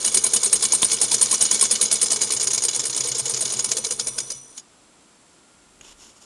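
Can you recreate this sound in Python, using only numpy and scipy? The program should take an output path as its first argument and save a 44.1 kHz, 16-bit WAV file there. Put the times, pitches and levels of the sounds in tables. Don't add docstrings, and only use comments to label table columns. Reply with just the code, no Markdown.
import sys
import numpy as np
from scipy import signal
from scipy.fft import rfft, irfft
from scipy.io import wavfile
from scipy.ndimage import uniform_filter1d

SR = 44100
rng = np.random.default_rng(int(sys.argv[2]) if len(sys.argv) > 2 else 0)


def digitize_waveform(pressure):
    field = np.atleast_2d(pressure).T
    bounded = np.clip(field, -1, 1)
    quanta = np.round(bounded * 32767).astype(np.int16)
    wavfile.write(sys.argv[1], SR, quanta)


N = 275625

# f/Hz, level/dB
ROOM_SPECTRUM = [(35, -46.5), (60, -9.5), (100, -14), (170, -6), (306, -5.5), (458, -10), (1120, -12),
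                 (1400, -12), (1500, -13.5), (1600, -16.5), (5470, -17.5), (7640, -15.5), (10400, -17),
                 (12500, -44), (16200, -76.5), (22000, -120)]
ROOM_DB = -55
# t/s, level/dB
AIR_LEVEL = [(0, -58), (2, -63), (4.2, -60), (4.6, -75.5), (5.5, -77), (5.88, -58), (6.25, -76)]
# t/s, level/dB
TONE_LEVEL = [(5.25, -88), (5.4, -68.5), (6.25, -68)]
TONE_HZ = 1400
# t/s, attack/s, hold/s, release/s, low scrape level/dB, high scrape level/dB
RUB_STROKES = [(5.813, 0.036, 0.078, .01, -52, -50), (5.965, .055, 0.027, 0.11, -54.5, -48),
               (6.151, .015, .01, .025, -61, -53), (6.202, .012, .03, 0.026, -58, -51)]
# f/Hz, level/dB, t60/s
RUB_LOW_MODES = [(400, -9, 0.012), (1000, -6, 0.0073), (1460, -14, 0.0055), (2900, -4, 0.0079),
                 (3500, -3, 0.0048)]
# f/Hz, level/dB, t60/s
RUB_HIGH_MODES = [(4530, -13, .004), (5500, -3.5, .004), (6900, 2, 0.003), (8600, -6, 0.0027),
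                  (10600, -11, 0.00298)]
BUZZ_HZ, BUZZ_RATE_HZ, BUZZ_DB = 7617, 58.7, -65.5
# t/s, level/dB, f/Hz, bass level/dB, treble level/dB
SNAPS = [(.831, -1, 3560, -20, -14), (.9, -19, 3100, -25, -14), (.974, -20, 3100, -25, -10),
         (5.811, -33, 2900, -18, 0), (5.8135, -33, 2900, -18, 0)]
# f/Hz, t60/s
BOARD_MODES = [(130, 0.38), (217, 0.23)]
# t/s, lower mode level/dB, upper mode level/dB
BOARD_PUSH = [(0, -43, -37), (1.1, -42, -38), (1.5, -47.5, -34), (2.05, -45.5, -36.5), (2.35, -39.5, -42.5),
              (2.7, -43.5, -49), (3.2, -34, -47), (3.6, -38.5, -37), (3.85, -45, -41.5), (4.15, -43.5, -47),
              (4.4, -46, -61)]
PUSH_TURNS = (0.273, 0.1594)
SLOW_S = 3.95
# t/s, level/dB, f/Hz
CAN_POPS = [(0.149, -30, 980), (.176, -28, 413), (0.245, -27, 1030), (.346, -30, 1120), (0.369, -30, 475),
            (.438, -28, 1050), (.465, -26.5, 399), (0.632, -23, 1085), (0.733, -20.5, 962),
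            (.829, -18.5, 1003), (.927, -29, 1100), (1.03, -26, 800), (1.119, -21.5, 946),
            (1.219, -22.5, 1000), (1.329, -19.5, 1050), (1.403, -35, 680), (1.514, -26, 1006),
            (1.627, -18, 1080), (1.715, -28.5, 497), (1.795, -30, 1170), (1.816, -32, 503),
            (1.917, -32, 626), (1.947, -31, 450), (2.021, -33, 468), (2.117, -25.5, 620),
            (2.173, -28.5, 430), (2.272, -31, 430), (2.301, -26.5, 1130), (2.482, -31, 395),
            (2.652, -30, 466), (2.759, -31.5, 500), (2.831, -28, 440), (3.048, -25.5, 476),
            (3.15, -29, 456), (3.267, -27, 458), (3.377, -36, 404), (3.423, -32, 630), (3.461, -30.5, 395),
            (3.745, -31, 447), (3.783, -27, 523), (3.862, -30, 434), (3.911, -27, 498), (3.994, -31, 1430),
            (4.075, -34.5, 618), (4.184, -27.5, 1500), (4.315, -37.5, 555)]
# t/s, spokes level/dB, cans level/dB, rebound level in the spokes/dB
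CRANK_BLOWS = [(0.0473, -8, -7, -11.5), (.144, -5.5, -10, -11), (.239, -6, -11, -13),
               (0.3351, -8, -9, -11.5), (0.4313, -7.5, -10, -10.5), (0.5282, -1, -11, -14.5),
               (.625, -4.5, -11.5, -8), (.7215, -9, -8.5, -7), (0.8202, -6.5, -9, -7),
               (0.9164, -10.5, -8, -6), (1.015, -5, -6.5, -8), (1.1142, -6, -7.5, -11),
               (1.2125, -7.5, -10, -6.5), (1.312, -8, -6, -8), (1.4098, -10, -6.5, -4),
               (1.512, -6.5, -6.5, -8), (1.611, -5, -6.5, -3.5), (1.711, -9, -10.5, -8),
               (1.813, -4.5, -6.5, -7), (1.913, -10.5, -6, -3), (2.015, -7.5, -7.5, -5.5),
               (2.1175, -9.5, -9, -12), (2.2192, -14, -18, -11), (2.321, -8, -14, -12.5),
               (2.428, -7.5, -17, -18), (2.533, -10, -11, -14), (2.637, -12.5, -13, -12),
               (2.747, -17, -15, -15.5), (2.854, -11, -16, -21), (2.963, -12.5, -19, -15),
               (3.0724, -12, -22, -16), (3.182, -15, -21, -13.5), (3.295, -13.5, -17, -18),
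               (3.408, -11.5, -16, -13.5), (3.5221, -17.5, -16.5, -18.5), (3.6438, -11.5, -12.5, -22),
               (3.7685, -11, -11.5, -17.5), (3.908, -13.5, -11.5, -17), (4.07, -15, -16, -19.5),
               (4.303, -21.5, -18, -23)]
# t/s, cans level/dB
ROD_KNOCKS = [(0.0775, -12), (0.1717, -8), (.265, -13), (0.364, -7.5), (.461, -15), (.557, -15),
              (.609, -25), (0.6515, -11.5), (0.751, -18), (.849, -17), (0.899, -19), (1.0487, -17),
              (1.143, -8.5), (1.257, -15), (1.344, -14.5), (1.452, -10.5), (1.545, -10), (1.558, -18),
              (1.594, -18), (1.652, -12.5), (1.703, -20), (1.754, -13.5), (1.853, -12.5), (1.955, -13.5),
              (2.0594, -12), (2.104, -12.5), (2.1602, -12), (2.213, -11), (2.2726, -19.5), (2.305, -11.5),
              (2.364, -16), (2.404, -16), (2.411, -20), (2.4712, -9), (2.507, -16.5), (2.577, -11.5),
              (2.622, -15), (2.684, -8), (2.7306, -22), (2.794, -13), (2.835, -20), (2.897, -13.5),
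              (2.928, -22), (2.947, -23), (3.005, -11.5), (3.038, -16.5), (3.053, -23), (3.116, -15.5),
              (3.148, -21), (3.167, -26), (3.255, -15.5), (3.279, -29), (3.338, -12.5), (3.364, -21),
              (3.4526, -11.5), (3.476, -19), (3.501, -19.5), (3.569, -22), (3.592, -10), (3.69, -17.5),
              (3.717, -8), (3.8466, -11), (3.9967, -11.5), (4.1848, -12), (4.578, -23.5)]
REBOUND_S, SECOND_REBOUND_S = 0.013, 0.025
SECOND_DB, SECOND_FADE_DB_PER_MS = -6.5, -0.74
FAST_TURN_S = 0.099
# t/s, spokes level in a rod knock/dB, cans level in a rebound/dB, light tap level/dB
BLOW_SHARE = [(0, -3.5, -35, -28.5), (1.1, -10, -15, -26), (1.5, -12, -18.5, -32), (2.4, -7.5, -0.5, -20),
              (3.4, -15, -0.5, -27), (4.1, -9.5, -3, -35), (4.6, -9, 0, -53)]
TAP_TURNS = (0.682, 0.86)
TAP_SCATTER_S, TAP_SCATTER_DB, TAP_SPOKES_DB = 0.0028, 1, -16
# t/s, first touch level/dB, rebound delay/s, rebound level/dB, linkage level below the cans/dB
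ROD_SLACK = [(0, -24, 0.0085, -19, -13.5), (1.3, -18, 0.0092, -12, -13.5), (2.4, -39, 0.0052, -7, -13),
             (3.4, -18, .007, -9, -12.5), (3.7, -18, .012, -25, -11), (3.85, -10, 0.019, -5, -14),
             (4.0, -16, 0.011, -7, -14), (4.2, -10, 0.017, -8, -11.5), (4.58, -13, 0.017, -14, -13.5)]
TOUCH_S = 0.0058
# t/s, spokes level/dB, cans and linkage level/dB, rumble level/dB
RATTLE_LEVELS = [(0, -29.5, -22, -43), (.4, -33, -26, -42.5), (.75, -32, -24.5, -42),
                 (1.4, -30.5, -22, -42), (2.4, -40, -29, -42.5), (2.7, -40, -31, -45),
                 (3.55, -35.5, -27.5, -44.5), (4.19, -37, -38, -47), (4.32, -42, -35.5, -53.5),
                 (4.45, -50.5, -50.5, -52), (4.602, -49, -44, -48)]
# f/Hz, level/dB, t60/s
TIN_MODES = [(1468, -14.5, 0.024), (2262, -8.5, 0.039), (2750, -20, 0.0093), (2980, -5, 0.03),
             (3403, -3.5, 0.021), (3647, -6.5, 0.04), (4010, -2, 0.028), (4342, 1, 0.017),
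             (4885, -17, 0.074), (4940, -6.5, 0.014), (5167, -13.5, 0.05), (5364, -1.5, 0.0075),
             (5290, -16, 0.011), (5960, -0.5, 0.0097), (6660, -3.5, 0.0047), (6670, 5.5, 0.0097),
             (6860, 2, 0.0098), (6880, -10, 0.0085), (7460, 1.5, 0.0097), (8183, 1, 0.0093),
             (8100, -2.5, 0.0038), (8610, -6, 0.058), (8930, -1.5, 0.017), (9090, 5.5, 0.018),
             (9464, -0.5, 0.024), (9980, 4, 0.013), (10384, -10, 0.022)]
# f/Hz, level/dB, t60/s
WHEEL_MODES = [(2568, -13, .3), (3537, -2, .22), (5862, 4, .55), (5925, 4, .7), (7957, -13, .4),
               (8592, -12, .35), (8699, -13, .3), (9162, -12, .37), (9340, -10, .45), (9475, -10, .25),
               (10250, -10, .5), (11800, -21, .5)]
# t/s, level/dB
RIM_FREEDOM = [(0, -24), (3.5, -20), (3.9, -8), (4.575, -7), (4.61, -50)]
# f/Hz, level/dB
RUMBLE_SPECTRUM = [(35, -53), (60, -22), (129, -6), (183, -16.5), (377, 1), (445, 2.5), (732, -10.5),
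                   (1020, -4.5), (1920, -19.5), (2200, -16), (2860, -28), (4840, -120)]
TOP_HZ = 12050


def undb(db):
    return 10 ** (np.asarray(db) / 20)


def unit(x):
    return x / np.sqrt(np.mean(x ** 2))


def curve(s, v):
    return np.interp(np.arange(N) / SR, s, v)


def ring(x, hz, t60):
    pole = np.exp(2j * np.pi * hz / SR - np.log(1000) / (t60 * SR))
    return signal.lfilter([1], [1, -pole], x).imag


def coloured(points):
    hz, db = np.transpose(points)
    f = np.maximum(np.arange(N // 2 + 1) * SR / N, 1)
    shape = undb(np.interp(np.log(f), np.log(hz), db))
    return unit(irfft(rfft(rng.standard_normal(N)) * shape, N))


def strikes(s, size, fall_s):
    x, keep = np.zeros(N), np.exp(-1 / (fall_s * SR))
    at = np.clip((np.asarray(s) * SR).astype(int), 0, N - 1)
    np.add.at(x, at, size)
    return signal.lfilter([np.sqrt(1 - keep ** 2)], [1, -keep], x)


def chatter(rate, spread_db):
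    place, size = rng.random((int(rate * N / SR), 2)).T
    return unit(strikes(place * N / SR, undb(spread_db * (size - 1)), 0.00069))


def wander(spread_db, rate):
    steps = rng.standard_normal(int(rate * N / SR) + 2)
    return undb(spread_db * curve(np.arange(len(steps)) / rate, steps))


def room_hush():
    return undb(ROOM_DB) * coloured(ROOM_SPECTRUM)


def air():
    gust = coloured([(15, -32), (28, -5), (50, -2.5), (90, -33.5)])
    return undb(curve(*np.transpose(AIR_LEVEL))) * gust


def faint_tone():
    t = np.arange(N) / SR
    return undb(curve(*np.transpose(TONE_LEVEL))) * np.sin(2 * np.pi * TONE_HZ * t)


def buzz():
    t = np.arange(N) / SR
    pulse = 1 + 4.4 * np.exp(-(t * BUZZ_RATE_HZ % 1) / 0.055)
    return undb(BUZZ_DB) * np.sin(2 * np.pi * BUZZ_HZ * t) * pulse


def rubbing():
    grain = 1 + 0.33 * chatter(rate=600, spread_db=11)
    out = 0
    for k, modes in enumerate((RUB_LOW_MODES, RUB_HIGH_MODES)):
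        shell = sum(undb(d) * ring(rng.standard_normal(N), f, t60) for f, d, t60 in modes)
        press = 0
        for s, rise, hold, fall, *db in RUB_STROKES:
            press = press + undb(db[k]) * curve(np.cumsum([s, rise, hold, fall]), [0, 1, 1, 0])
        out = out + press * unit(shell * grain)
    return out


def workshop():
    return room_hush() + air() + rubbing() + faint_tone()


def snaps():
    out = 0
    for s, db, hz, bass_db, treble_db in SNAPS:
        click = strikes([s], undb(db), 1e-5)
        treble = undb(treble_db) * ring(click, 6750, 0.0084)
        thump = undb(bass_db + 13) * ring(click, 380, 0.0025)
        out = out + ring(click, hz, 0.0043) + treble + thump
    return out


def board():
    s, rod_s = np.array(CRANK_BLOWS)[:, 0], np.array(ROD_KNOCKS)[:, 0]
    s = np.sort(np.r_[s, rod_s[rod_s > SLOW_S]])
    turn = np.minimum(np.diff(s, append=s[-1]), 0.16)
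    t, *levels = np.transpose(BOARD_PUSH)
    out = 0
    for db, place, (hz, t60) in zip(levels, PUSH_TURNS, BOARD_MODES):
        at = s + place * turn
        push = strikes(at, undb(np.interp(at, t, db, right=-90)), 1e-5)
        rung = ring(push, hz, t60)
        band = signal.butter(1, [hz * 0.62, hz * 1.04], "band", fs=SR, output="sos")
        out = out + signal.sosfilt(band, rung)
    return out


def pops():
    out = np.zeros(N + SR)
    t = np.arange(SR // 10) / SR
    for (s, db, hz), phase in zip(CAN_POPS, rng.random(len(CAN_POPS))):
        cycle = hz * t
        envelope = (1 - np.exp(-cycle / 0.88)) * np.exp(-cycle / 5.1)
        out[int(s * SR):][:len(t)] += undb(db) * envelope * np.sin(2 * np.pi * (cycle + phase))
    return out[:N]


def knocks():
    s, spoke_db, can_db, back_db = np.transpose(CRANK_BLOWS)
    turn = np.diff(s, append=2 * s[-1] - s[-2])
    rod_s, rod_db = np.transpose(ROD_KNOCKS)
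    share_t, rod_share, back_share, tap_share = np.transpose(BLOW_SHARE)
    back_can_db = np.interp(s, share_t, back_share)
    second_db = back_db + SECOND_DB + SECOND_FADE_DB_PER_MS * (turn - FAST_TURN_S) * 1000
    rod_spoke_db = rod_db + np.interp(rod_s, share_t, rod_share)
    t, touch_db, lag, fall_db, link_db = np.transpose(ROD_SLACK)
    touch_db, lag, fall_db = (np.interp(rod_s, t, v) for v in (touch_db, lag, fall_db))
    rows = [(s, spoke_db, can_db),
            (s + REBOUND_S, back_db, back_db + back_can_db),
            (s + SECOND_REBOUND_S, second_db, second_db + back_can_db / 2),
            (rod_s, rod_spoke_db, rod_db),
            (rod_s - TOUCH_S, rod_spoke_db + touch_db / 2, rod_db + touch_db),
            (rod_s + lag, rod_spoke_db + fall_db, rod_db + fall_db)]
    for place in TAP_TURNS:
        chance = rng.standard_normal((len(s) - 1, 2)).T
        at = (s + place * turn)[:-1] + TAP_SCATTER_S * chance[0]
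        db = np.interp(at, share_t, tap_share) + TAP_SCATTER_DB * chance[1]
        rows.append((at, db + TAP_SPOKES_DB, db))
    s, spoke_db, can_db = np.concatenate(rows, axis=1)
    linkage_db = np.maximum(can_db, spoke_db - 3) + np.interp(s, t, link_db)
    return s, spoke_db, can_db, linkage_db


def joint_forces():
    s, *levels = knocks()
    t, spoke_db, can_db, _ = np.transpose(RATTLE_LEVELS)
    fills = (spoke_db - 25.5, can_db - 31.5, can_db - 37.5)
    running = np.arange(N) < t[-1] * SR
    swell = int(0.0026 * SR)
    forces = []
    for db, gain_db, fill_db in zip(levels, (-11, -10, -10), fills):
        loose = chatter(rate=2200, spread_db=13)
        size = undb(db + gain_db)
        blow = strikes(s, size, 0.004)
        blow = uniform_filter1d(uniform_filter1d(blow, swell), swell)
        shake = uniform_filter1d(strikes(s, size, 0.0061), 2 * swell) * loose
        rattle = running * loose * undb(curve(t, fill_db))
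        forces.append(blow + shake + rattle)
    return forces


def tin(forces):
    spokes, cans, linkage = forces
    out = 0
    for f, d, t60 in TIN_MODES:
        force = linkage if f < 4400 else cans if f < 7700 else spokes
        scrape = force * wander(spread_db=2.5, rate=60) * rng.standard_normal(N)
        out = out + undb(d) * ring(scrape, f, t60)
    return out


def flywheel(spokes):
    out = 0
    for f, d, t60 in WHEEL_MODES:
        out = out + undb(d) * ring(undb(-14) * spokes * rng.standard_normal(N), f, t60)
    return out * undb(curve(*np.transpose(RIM_FREEDOM)))


def frame_rumble(spokes, cans):
    t, _, _, rumble_db = np.transpose(RATTLE_LEVELS)
    power = uniform_filter1d((spokes + cans) ** 2, int(0.014 * SR))
    mean_power = np.abs(uniform_filter1d(power, int(0.3 * SR))) + 1e-12
    busy = np.abs(power / mean_power) ** 0.22
    fade = curve([4.3, 4.6], [1, 0])
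    return coloured(RUMBLE_SPECTRUM) * undb(curve(t, rumble_db) + 2.5) * busy * fade


def engine():
    forces = joint_forces()
    spokes, cans, _ = forces
    return tin(forces) + flywheel(spokes) + frame_rumble(spokes, cans)


def scene():
    near = engine() + pops() + board() + snaps()
    near = signal.sosfilt(signal.butter(3, 95, "high", fs=SR, output="sos"), near)
    t = np.arange(SR // 3) / SR
    tail = rng.standard_normal(len(t)) * np.exp(-np.log(1000) * t / 0.034) * (t > 0.003)
    wet = signal.fftconvolve(near, tail / np.sqrt(np.sum(tail ** 2)))[:N]
    return (near + undb(-13.5) * wet + workshop())[None]


def record(dry):
    heard = signal.lfilter(*signal.iirnotch(7620, 30.0, SR), dry)
    heard = signal.sosfilt(signal.butter(2, 11000, fs=SR, output="sos"), heard)
    heard = np.tanh(1.1 * heard) / 1.1 + buzz()
    return signal.sosfilt(signal.ellip(8, 0.2, 60, TOP_HZ, fs=SR, output="sos"), heard)


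dry = scene()
out = record(dry)
digitize_waveform(out)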